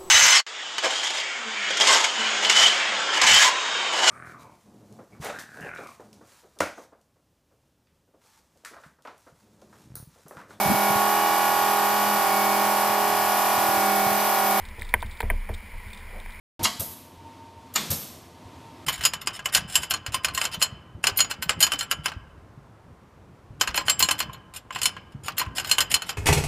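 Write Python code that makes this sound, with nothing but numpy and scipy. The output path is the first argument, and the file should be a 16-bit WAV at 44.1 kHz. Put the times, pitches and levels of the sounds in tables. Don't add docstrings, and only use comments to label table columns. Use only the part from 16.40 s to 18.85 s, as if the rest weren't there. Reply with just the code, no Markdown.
import sys
import numpy as np
from scipy import signal
from scipy.fft import rfft, irfft
from scipy.io import wavfile

SR = 44100
rng = np.random.default_rng(int(sys.argv[2]) if len(sys.argv) > 2 else 0)


def generate_wav(signal):
    frames = np.transpose(np.atleast_2d(signal))
    scaled = np.clip(frames, -1, 1) * 32767
    pcm = np.round(scaled).astype(np.int16)
    wavfile.write(sys.argv[1], SR, pcm)


N = 108045
T = np.arange(N) / SR
BIN_HZ = np.fft.rfftfreq(N, 1 / SR)


def amp(db):
    return 10 ** (np.asarray(db) / 20)


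def unit_rms(x):
    return x / np.sqrt(np.mean(x ** 2) + 1e-20)


def at_frequency(points, hz):
    points_hz, values = np.transpose(points)
    return np.interp(np.log(hz + 1), np.log(points_hz + 1), values)


def level_curve(points):
    return amp(np.interp(T, *np.transpose(points)))


def noise(colour):
    return unit_rms(irfft(rfft(rng.standard_normal(N)) * amp(at_frequency(colour, BIN_HZ)), N))


def drift(rate_hz):
    return unit_rms(irfft(rfft(rng.standard_normal(N)) / (1 + (BIN_HZ / rate_hz) ** 4), N))


def flutter(rate_hz, depth_db):
    return unit_rms(amp(depth_db * np.clip(drift(rate_hz), -2, 2)))


def tone(hz, waver_hz):
    cycles = rng.random() + np.cumsum(hz + waver_hz * drift(rate_hz=15.8)) / SR
    return np.sqrt(2) * np.sin(2 * np.pi * cycles)


def burst(peak_s, rise_s, fall_s, hold_s=0):
    return np.exp(np.minimum(T - peak_s, 0) / rise_s - np.maximum(T - peak_s - hold_s, 0) / fall_s)


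def air_pulse(start_s, hz, rise_s):
    t = np.maximum(T - start_s, 0)
    return (t / rise_s * np.exp(1 - t / rise_s)) ** 2 * np.sin(2 * np.pi * hz * t)


def shot_colour(table, shot):
    return [(hz, db[shot]) for hz, *db in table]


def room(x, near_db, hall_db):
    # frequency_hz, t60_s
    hall_decay = [(80, 0.44), (250, 0.58), (1000, 0.53), (3000, 0.79), (6000, 0.75), (9000, 0.63),
                  (13000, 0.47)]
    gap_s, near_t60_s, reflections_per_s, build_s = 0.0043, 0.22, 3000, 0.09
    wall_delay_s, wall_spread_s, wall_db = 0.12, 0.018, -15
    t = T[:SR]
    onset = np.clip(t / gap_s - 1, 0, 1)
    reflections = rng.choice([-1, 1], SR) * (rng.random(SR) < reflections_per_s / SR)
    near = reflections * onset * amp(-60 * t / near_t60_s)
    hz, frame_s, spectra = signal.stft(rng.standard_normal(SR), SR, nperseg=256)
    age_s = np.hypot(frame_s, build_s) - build_s
    decay = amp(-60 * age_s / at_frequency(hall_decay, hz)[:, None])
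    hall = signal.istft(spectra * decay, SR, nperseg=256)[1][:SR] * onset
    hall *= 1 + amp(wall_db) * np.exp(-((t - wall_delay_s) / wall_spread_s) ** 2)
    response = amp(near_db) * near / np.linalg.norm(near) + amp(hall_db) * hall / np.linalg.norm(hall)
    return x + signal.fftconvolve(x, response)[:N]


def workshop():
    # frequency_hz, relative_db
    rumble_colour = [(15, -56), (25, -33), (37, -20), (57, -11.5), (87, 1), (173, -3.5), (197, -5),
                     (250, -2), (363, -3), (392, -8), (498, -6), (569, -12), (616, -8), (846, -9.5),
                     (916, -7.5), (991, -6), (1400, -18), (3260, -19.5), (14000, -35.5)]
    # pitch_hz, level_db
    hum_partials = [(91, -59), (261, -59.5), (611, -66.5)]
    # time_s, level_db
    whine_levels = [(0.19, -50), (0.3, -48), (0.5, -53.5), (0.62, -61.5), (0.68, -52), (0.77, -61),
                    (0.87, -50), (1.2, -52), (1.33, -56), (1.8, -67), (2.0, -61), (2.18, -59), (2.25, -51),
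                    (2.32, -49.5), (2.36, -56), (2.45, -64)]
    # time_s, gain_db
    overall_gain = [(0.19, 14), (0.235, 15.5), (0.28, -9.5), (0.45, -1), (0.8, -0.5), (1.3, -0.5), (1.9, 1),
                    (2.3, 1), (2.45, 3)]
    rumble = amp(-49.5) * noise(rumble_colour) * flutter(rate_hz=4.6, depth_db=0.72)
    hum = sum(amp(db) * tone(hz, waver_hz=7.78) * flutter(rate_hz=16, depth_db=4.5)
              for hz, db in hum_partials)
    whine = level_curve(whine_levels) * tone(hz=915, waver_hz=2.4) * flutter(rate_hz=16, depth_db=-3)
    return level_curve(overall_gain) * (rumble + hum + whine)


def bumps():
    # start_s, level_db
    pulses = [(0.771, -44), (1.176, -46), (1.69, -47), (2.052, -40)]
    return sum(amp(db) * air_pulse(s, hz=91, rise_s=0.0095) for s, db in pulses)


def valve():
    # peak_s, level_db
    clicks = [(0.232, -21), (0.237, -19), (0.406, -28), (0.408, -31), (1.341, -27.5), (1.345, -35),
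              (1.359, -30), (1.509, -22), (1.516, -21)]
    # frequency_hz, relative_db
    click_colour = [(300, -43), (2500, -5.5), (5000, 1), (8000, -1), (11000, 7), (14000, 10)]
    envelope = sum(amp(db) * burst(s, rise_s=0.0011, fall_s=0.0032) for s, db in clicks)
    return room(envelope * noise(click_colour), near_db=-9, hall_db=-13)


def piston():
    # peak_s, level_db
    knocks = [(0.416, -35), (1.522, -31)]
    # frequency_hz, relative_db
    knock_colour = [(330, -19), (520, -2), (720, 0), (1000, -16), (2000, -25.5), (8000, -25)]
    envelope = sum(amp(db) * burst(s, rise_s=0.005, fall_s=0.01) for s, db in knocks)
    return room(envelope * noise(knock_colour), near_db=-5.5, hall_db=-9)


def exhaust():
    # peak_s, hold_s, hiss_db, body_db, thump_db
    puffs = [(0.398, .011, -22.5, -33, -32), (1.505, .014, -22, -28, -27)]
    # frequency_hz, relative_db
    hiss_colour = [(500, -31), (7500, -28), (11500, 1), (14000, 1)]
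    # frequency_hz, relative_db
    body_colour = [(60, -4), (200, 11), (330, -1), (700, -18), (1200, -2.5), (1900, -11.5), (3100, -4.5),
                   (3800, 1), (4800, 0), (5800, 2.5), (7000, -1), (8700, 2.5), (10200, -6), (14000, -12.5)]
    rise_s, fall_s, thump_lead_s = 0.0014, 0.0036, 0.0078
    hiss, body, thump = np.zeros((3, N))
    for peak_s, hold_s, hiss_db, body_db, thump_db in puffs:
        jet = burst(peak_s, rise_s, fall_s, hold_s) * (T > peak_s - 2 * rise_s)
        hiss += amp(hiss_db) * jet
        body += amp(body_db) * jet
        thump += amp(thump_db) * air_pulse(peak_s - thump_lead_s, hz=98, rise_s=0.013)
    hiss = room(hiss * noise(hiss_colour), near_db=-4, hall_db=-1.5)
    body *= flutter(rate_hz=1450, depth_db=3) * noise(body_colour)
    return hiss + room(body, near_db=-0.5, hall_db=-3) + room(thump, near_db=-10, hall_db=-10)


def driver():
    # peak_s, level_db, rise_s, fall_s
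    cracks = [(0.2463, -17, 0.0053, 0.0098), (1.3612, -16.5, 0.0031, 0.0035)]
    # frequency_hz, first_shot_db, second_shot_db
    crack_colours = [(300, -15, -23), (2000, -10.5, -19), (3940, 0, -4), (5830, -1.5, -1.5), (6400, -3, -8),
                     (6720, 2, 8.5), (8040, -5.5, -6), (8900, -5, -5), (9550, -20, -25), (10570, 0.5, -27),
                     (11650, -10, -1), (12800, -12, -2.5), (14000, -16, -16)]
    crack = sum(amp(db) * burst(peak_s, rise_s, fall_s) * noise(shot_colour(crack_colours, shot))
                for shot, (peak_s, db, rise_s, fall_s) in enumerate(cracks))
    return room(crack * flutter(rate_hz=1300, depth_db=-1.9), near_db=-9, hall_db=-17)


def ringing(shot, peak_s, rise_s):
    # pitch_hz, t60_s, first_shot_db, second_shot_db
    modes = [(1027, 0.14, -27, -41), (1253, 0.069, -28, -26.5), (1650, 0.13, -44, -34),
             (1816, 0.12, -49, -32.5), (2141, 0.11, -26.5, -38.5), (2769, 0.13, -30, -43),
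             (2880, 0.15, -35, -33), (2815, 0.086, -31, -27.5), (2850, 0.066, -20, -31),
             (3550, 0.12, -47, -40), (4170, 0.054, -28, -46), (4602, 0.065, -38, -26.5),
             (6768, 0.083, -26, -56), (7090, .04, -45, -18)]
    ring = np.zeros(N)
    sounding = (T > peak_s - 0.05) & (T < peak_s + 0.35)
    t = T[sounding] - peak_s
    for hz, t60_s, *mode_db in modes:
        envelope = amp(mode_db[shot] - 60 * np.maximum(t, 0) / t60_s)
        ring[sounding] += envelope * np.sin(2 * np.pi * (hz * t + rng.random()))
    return ring * np.exp(np.minimum(T - peak_s, 0) / rise_s)


def board():
    # peak_s, bang_db, rise_s, fall_s, thud_db, boom_db
    blows = [(0.256, -16.5, 0.0042, 0.0056, -28.5, -41.5), (1.361, -21, 0.0034, 0.018, -61, -33.5)]
    # frequency_hz, first_shot_db, second_shot_db
    bang_colours = [(60, -20, -33), (200, 0.5, -11), (516, -17, -1.5), (740, 8, -2), (1300, -1.5, 4),
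                    (1560, 2, -3), (2090, -2.5, 5.5), (2520, -6, 1), (3000, -2, -1), (3500, -2.5, 7.5),
                    (4850, 1.5, -3.5), (5800, -8.5, -5), (8100, -9, -2), (10000, -24, -30),
                    (14300, -16, -3.5)]
    # frequency_hz, relative_db
    boom_colour = [(50, -30), (130, -7), (175, -5), (222, 2.5), (270, -13), (400, -14), (700, -17),
                   (2000, -20), (4000, -16), (9000, -23.5)]
    thud_lead_s, boom_lag_s = 0.03666, 0.041
    bang, thud, ring, boom = np.zeros((4, N))
    for shot, (peak_s, bang_db, rise_s, fall_s, thud_db, boom_db) in enumerate(blows):
        bang += amp(bang_db) * burst(peak_s, rise_s, fall_s) * noise(shot_colour(bang_colours, shot))
        thud += amp(thud_db) * air_pulse(peak_s - thud_lead_s, hz=103.7, rise_s=0.0093)
        ring += ringing(shot, peak_s, rise_s)
        boom += amp(boom_db) * burst(peak_s + boom_lag_s, rise_s=0.037, fall_s=0.15) * (T > peak_s)
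    boom *= noise(boom_colour)
    bang *= flutter(rate_hz=1060, depth_db=2.5)
    return thud + ring + boom + room(bang, near_db=-3, hall_db=-10.5)


def scene():
    mono = valve() + driver() + board() + piston() + exhaust() + workshop() + bumps()
    return np.array([mono, mono])


def record(dry):
    start_s, fade_s, cutoff_hz = 0.193, 0.001, 14100
    gate = np.clip((T - start_s) / fade_s, 0, 1)
    lowpass = signal.firwin(401, cutoff_hz, window=("kaiser", 8), fs=SR)
    return signal.oaconvolve(dry * gate, lowpass[None], "same")


dry = scene()
out = record(dry)
generate_wav(out)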